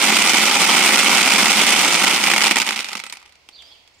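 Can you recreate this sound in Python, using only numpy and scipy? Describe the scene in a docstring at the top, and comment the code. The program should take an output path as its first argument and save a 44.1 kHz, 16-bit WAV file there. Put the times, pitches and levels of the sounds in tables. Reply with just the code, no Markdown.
"""Seeds poured into a plastic tub

Outdoors, close to a stereo microphone, dry seeds fall in a thin stream into a soft plastic tub; each ticks on
the wall and thumps the hollow. The stream thins to single bouncing seeds and stops. Farther off to the right a
small bird calls from the hedge, over quiet open air; a soft rustle follows as the tub is tipped up."""
import sys
import numpy as np
from scipy import signal
from scipy.fft import rfft, irfft, next_fast_len
from scipy.io import wavfile
from scipy.ndimage import map_coordinates

SR = 44100
rng = np.random.default_rng(int(sys.argv[2]) if len(sys.argv) > 2 else 0)


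def log_audio(samples):
    """Write samples as a 16-bit WAV file to the path given in sys.argv[1]."""
    # one column per channel
    frames = np.atleast_2d(samples).T
    # limit to full scale, then quantise
    limited = np.clip(frames, -1, 1)
    pcm = np.round(limited * 32767).astype(np.int16)
    wavfile.write(sys.argv[1], SR, pcm)


N = 176400
FULL_DB = -15  # the level that counts as full flow
THUMP_HZ = 480  # the tub's hollow sounds below this


def amp(db):
    """Decibels to gain."""
    return 10 ** (np.asarray(db) / 20)


def unit(x):
    """Scaled to rms 1."""
    return x / np.sqrt(np.mean(x ** 2) + 1e-20)


def along(points, hz):
    """Reads (frequency, value) points along a log frequency axis."""
    f, v = np.transpose(points)
    return np.interp(np.log(hz + 1), np.log(f + 1), v)


def freqs(size):
    """Frequencies of a real transform."""
    return np.fft.rfftfreq(size, 1 / SR)


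def add(track, s, sound):
    """Lays a sound into a track at s seconds."""
    part = track[..., max(round(s * SR), 0):][..., :sound.shape[-1]]
    part += sound[..., :part.shape[-1]]


def sides(db):
    """Left and right gains for a left-minus-right level."""
    return amp(db * np.array([[.5], [-.5]]))


def bass(x, corner_hz):
    """The part of a sound below a corner frequency."""
    size = next_fast_len(N + SR // 2)
    return irfft(rfft(x, size) / (1 + (freqs(size) / corner_hz) ** 4), size)[..., :N]


def noise_pair(likeness, size):
    """Spectra of two white noises with the given left-right correlation."""
    turn = np.arccos(np.clip(along(likeness, freqs(size)), -1, 1)) / 2
    mid, side = rfft(rng.standard_normal((2, size))) * [np.cos(turn), np.sin(turn)]
    return np.array([mid + side, mid - side])


def causal(gains):
    """Minimum-phase response with these gains."""
    cepstrum = irfft(np.log(gains))
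    half = cepstrum.shape[-1] // 2
    cepstrum[..., 1:half] *= 2
    cepstrum[..., half + 1:] = 0
    return np.exp(rfft(cepstrum))


def hiss(spectrum):
    """Diffuse stereo noise of rms 1, leaning to the right."""
    # how alike the air is on both sides (frequency [Hz], correlation [-1..1])
    likeness = [(60, 0.78), (600, 0.41), (3000, .1)]
    # its lean (frequency [Hz], left minus right [dB])
    balance = [(200, 0), (550, -1), (1650, -3), (5000, -3.5), (15000, 0)]
    hz = freqs(N)
    coloured = noise_pair(likeness, N) * amp(along(spectrum, hz))
    return unit(irfft(coloured * sides(along(balance, hz)), N))


def open_air():
    """Quiet, steady air all round the microphone."""
    # colour of the air (frequency [Hz], relative level [dB])
    spectrum = [(25, -9), (75, 3), (148, -8.5), (400, -6), (900, -3.5), (1250, -9.5), (1700, -9.5),
                (2230, -1), (3720, -8.5), (4620, -4.5), (6380, -13.5), (8000, -19), (12800, -28),
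                (15500, -33.5)]
    return amp(-56.5) * hiss(spectrum)


def rustle(peak_s=3.67, width_s=.11, peak_db=-53):
    """A soft, brief rustle as the tub is tipped up after the pour ends."""
    # colour of the rustle (frequency [Hz], relative level [dB])
    spectrum = [(100, -17), (350, -6), (750, 1), (1500, -7), (3500, 3), (6500, -9.5), (10000, -17.5),
                (15000, -21.5)]
    swell = np.exp(-.5 * ((np.arange(N) / SR - peak_s) / width_s) ** 2)
    return amp(peak_db) * swell * hiss(spectrum)


def hedge(x):
    """Diffuse echo from the hedge and fence; the leaves return little bass."""
    # how long the echo lasts (frequency [Hz], t60 [s])
    decay = [(200, .2), (1000, 0.88), (3300, 0.69), (4700, .5), (8000, 0.09), (15000, 0.14)]
    hz, t, noise = signal.stft(rng.standard_normal((2, SR // 2)), SR, nperseg=256)
    tail = signal.istft(noise * amp(-60 * t / along(decay, hz)[:, None]), SR, nperseg=256)[1]
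    reflected = np.atleast_2d(x - bass(x, corner_hz=390))
    return signal.fftconvolve(reflected, tail / np.linalg.norm(tail[0]), axes=1)[:, :N]


def bird(flutter_hz=648, pitch_depth=.065, rasp_depth=.38):
    """A small bird's short raspy glides, fluttering at random in pitch and level."""
    # its notes (time [s], length [s], start pitch [Hz], end pitch [Hz], level [dB], roughness [0..1])
    notes = [(3.072, 0.035, 9100, 7200, -54, .3), (3.523, 0.024, 4340, 4570, -52, 0.5),
             (3.532, 0.051, 4650, 4640, -52, 0.15), (3.547, 0.026, 4290, 3930, -49, 1),
             (3.577, 0.05, 3660, 3070, -46, .8), (3.598, .085, 4680, 4710, -59, 0.07),
             (3.665, .036, 4980, 5120, -55.5, .3), (3.706, 0.029, 3250, 3350, -50.5, 0.52),
             (3.716, .02, 4420, 4170, -54, 1), (3.732, .07, 4720, 4660, -66, .12),
             (3.743, .02, 3200, 3100, -55, .9), (3.938, 0.018, 6900, 7950, -65, 0.5),
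             (3.984, .018, 7000, 7850, -61, 0.7)]
    out = np.zeros(N)
    for s, length, start_hz, end_hz, db, rough in notes:
        u = np.linspace(0, 1, round(length * SR))
        flutter, rasp = (map_coordinates(knots, [u * length * flutter_hz], mode="mirror")
                         for knots in rng.standard_normal((2, 64)))
        hz = (start_hz + (end_hz - start_hz) * u) * (1 + rough * pitch_depth * flutter)
        envelope = np.sqrt(np.abs(np.sin(np.pi * u))) * (1 + rough * rasp_depth * rasp)
        add(out, s, amp(db) * unit(envelope * np.sin(2 * np.pi * np.cumsum(hz) / SR)))
    return out


def tub_ticks(contact_hz, lift_db, thump_db=0, size=4096):
    """One stereo tick of unit energy per contact pitch: a crack, then a short ring in the tub."""
    # colour of a seed on the tub (frequency [Hz], relative level [dB])
    colour = [(30, -30.5), (72, -17.5), (115, -26.5), (140, -15), (158, -9.5), (178, 3.5), (195, -0.5),
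              (213, 8.5), (240, 0), (268, 3.5), (290, -1), (320, 2), (400, -1), (470, -5), (530, 2),
              (610, -4.5), (700, -1.5), (790, 4), (920, 3.5), (1050, -1.5), (1380, 3), (1700, -3.5),
              (1900, 1), (2050, 6), (2400, 6), (3000, 2), (3600, 0.5), (3850, -2), (5400, -.5), (7000, -5),
              (9200, -5), (11500, -18), (14000, -15), (15500, -25)]
    # how long the tub rings (frequency [Hz], t60 [s])
    ring_times = [(80, 0.17), (210, 0.046), (500, 0.026), (820, 0.038), (1400, 0.027), (2250, 0.024),
                  (4000, 0.026), (9000, 0.037), (15000, 0.041)]
    # how alike it is on both sides (frequency [Hz], correlation [-1..1])
    likeness = [(60, 0.84), (160, 0.95), (270, 1), (450, 0.91), (1220, 0.84), (2100, 0.94), (3300, 0.48),
                (4500, -0.15), (9000, 0.046), (13000, 0.22)]
    # where it sounds from (frequency [Hz], left minus right [dB])
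    balance = [(140, 0), (330, -1), (500, -3), (770, 2), (1170, 0), (1800, -2.5), (2700, -4.5), (3900, -6),
               (5400, 1.5), (7000, -4), (8600, -7), (10500, 0), (15000, .5)]
    attack_s, crack_s, lift_octaves = .00037, .00094, .34
    hz, t = freqs(size), np.arange(size) / SR
    centres, t60 = np.transpose(ring_times)
    bands = np.array([along(np.c_[centres, one], hz) for one in np.eye(len(centres))])
    crack_db = -4.5 + 2 * np.maximum(np.log2(centres / 3000), 0)  # stands out more above 3 kHz
    crack = amp(crack_db)[:, None] * np.exp(-t / crack_s)
    envelopes = (amp(-60 * t / t60[:, None]) + crack) * (1 - np.exp(-t / attack_s))
    envelopes /= np.linalg.norm(envelopes, axis=1, keepdims=True)
    tub_db = along(colour, hz) + thump_db / (1 + (hz / THUMP_HZ) ** 2)
    placement = causal(sides(along(balance, hz)))
    ticks = []
    for pitch in contact_hz:
        lift = lift_db * np.exp(-.5 * (np.log2((hz + 1) / pitch) / lift_octaves) ** 2)
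        ring = (irfft(noise_pair(likeness, size)[:, None] * bands) * envelopes).sum(axis=1)
        tick = irfft(rfft(ring) * causal(amp(tub_db + lift)) * placement)
        ticks.append(unit(tick) / np.sqrt(size))
    return ticks


def strikes(dull_hz=1600, bounce_s=.02, bounce_db=-22):
    """Single seeds hit bare plastic and bounce once; duller, harder hits thump the hollow more."""
    # seeds that strike hard (time [s], level [dB], contact pitch [Hz])
    hits = [(.168, -15, 2700), (0.4008, -17, 2600), (0.8721, -19, 9000), (0.9063, -17, 2200),
            (0.9915, -17.5, 7800), (1.1793, -14.5, 2090), (1.3687, -21, 5500), (1.4578, -13, 2400),
            (1.635, -14, 2100), (1.703, -24, 2100), (1.722, -13, 8100), (2.214, -19, 2500),
            (2.2388, -12.5, 2300), (2.2617, -21, 2400), (2.2704, -11, 2380), (2.286, -19, 2300),
            (2.301, -13.5, 2900), (2.314, -12, 2090), (2.336, -12.5, 2300), (2.362, -12.5, 2050),
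            (2.3795, -12, 1950), (2.4064, -14.5, 2500), (2.415, -13, 2300), (2.421, -13.5, 5600),
            (2.4362, -14, 3600), (2.4406, -12, 2500), (2.451, -15, 2300), (2.46, -13.5, 2900),
            (2.4672, -12.5, 3930), (2.479, -13.5, 2400), (2.5103, -9, 2180), (2.518, -14, 2300),
            (2.5584, -13.5, 1930), (2.568, -11, 1940), (2.576, -18, 2880), (2.5841, -14.5, 7060),
            (2.6, -13.5, 2300), (2.609, -21, 3100), (2.617, -14, 5770), (2.625, -21, 2600),
            (2.6646, -19, 2300), (2.674, -19.5, 1200), (2.679, -21, 2300), (2.6896, -16, 4000),
            (2.694, -24, 2400), (2.707, -18.5, 1260), (2.721, -24, 2500), (2.727, -21.5, 2910),
            (2.76, -21.5, 3900), (2.765, -24, 4500), (2.776, -25, 3100), (2.784, -30, 8000),
            (2.791, -19.5, 3800), (2.8, -24, 2300), (2.805, -22, 5300), (2.815, -33.5, 3700),
            (2.827, -33, 2400), (2.8442, -23, 3650), (2.856, -30, 3020), (2.866, -33, 2440),
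            (2.8865, -26, 5200), (2.892, -29, 4300), (2.9083, -32.5, 2500), (2.916, -29, 1300),
            (2.924, -34.5, 3400), (2.9303, -23.5, 3900), (2.9525, -22, 1280), (2.9697, -28, 4970),
            (2.976, -30, 4700), (2.993, -31, 5030), (2.999, -26.5, 4100), (3.0376, -27.5, 3420),
            (3.055, -38, 2100), (3.065, -31, 1300), (3.098, -31, 4100), (3.1247, -27, 8950),
            (3.135, -35, 2000), (3.156, -40.5, 2360), (3.17, -37, 5000), (3.216, -48.5, 1270),
            (3.2593, -45, 3700), (3.3233, -49.5, 4230), (3.355, -53, 6440), (3.488, -38, 3900),
            (3.622, -44.5, 4500), (3.876, -49, 4740)]
    out = np.zeros((2, N))
    for s, db, contact_hz in hits:
        octaves_above_dull = max(np.log2(contact_hz / dull_hz), 0)
        thump_db = -4.5 * octaves_above_dull + .21 * (db - FULL_DB)
        first, bounce = tub_ticks([contact_hz] * 2, lift_db=4.5, thump_db=thump_db)
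        gain = amp(db) * np.sqrt(.0064 * SR)  # the energy of 6.4 ms at this level
        add(out, s, gain * first)
        add(out, s + bounce_s * rng.uniform(.35, 2.9), gain * amp(bounce_db) * bounce)
    return out


def stream(full_seeds_per_s=850, size_spread_db=3.5, scatter_s=.012, typical_hz=3470, spots=64):
    """Seeds of random size slide evenly off the rim and land, early or late, on many spots."""
    # the course of the pour (time [s], level [dB])
    pour = [(0, -13.5), (.6, -14), (1.05, -13.5), (1.5, -13.5), (1.88, -14), (2.132, -15.5), (2.221, -18),
            (2.32, -18.5), (2.4, -22), (2.471, -18.5), (2.54, -25.5), (2.62, -25.5), (2.73, -30.5),
            (2.86, -38.5), (2.97, -40.5), (3.04, -47), (3.15, -48.5), (3.21, -53.5), (3.3, -57.5),
            (3.45, -79)]
    t = np.arange(N) / SR
    flow = amp(np.interp(t, *np.transpose(pour)) - FULL_DB)
    rate = full_seeds_per_s * flow ** .62  # less flow means fewer, softer seeds
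    departures = np.flatnonzero(np.diff(np.floor(np.cumsum(rate) / SR)))
    size, scatter = rng.standard_normal((N, 2))[:len(departures)].T
    seed_gain = flow * amp(FULL_DB) * np.sqrt(SR / rate)
    blows = unit(amp(size_spread_db * np.minimum(size, 2))) * seed_gain[departures]
    landings_s = np.abs(t[departures] + scatter_s * scatter)
    ticks = tub_ticks(typical_hz * np.exp(.78 * np.linspace(-2, 2, spots)), lift_db=6)
    out = np.zeros((2, N))
    for s, blow, spot in zip(landings_s, blows, rng.integers(spots, size=N)):
        add(out, s, blow * ticks[spot])
    return out - (1 - flow ** .23) * bass(out, THUMP_HZ)  # a trickle booms less


def scene(bird_pan_db=-5.5, bird_echo_db=-6.5, tub_echo_db=-14.5):
    """Seeds close to the microphone, the bird farther off to the right, open air behind."""
    seeds = stream() + strikes()
    song = bird()
    far_bird = sides(bird_pan_db) * (song + amp(bird_echo_db) * hedge(song))
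    near_tub = seeds + amp(tub_echo_db) * hedge(seeds)
    return near_tub + far_bird + rustle() + open_air()


def record(dry):
    """The recorder rounds off peaks near full scale and keeps nothing above its band limit."""
    knee, top_hz = 13, 15600
    rounded = dry / (1 + np.abs(dry) ** knee) ** (1 / knee)
    size = next_fast_len(N + SR // 2)
    return irfft(rfft(rounded, size) * (freqs(size) < top_hz), size)[:, :N]


dry = scene()
out = record(dry)
log_audio(out)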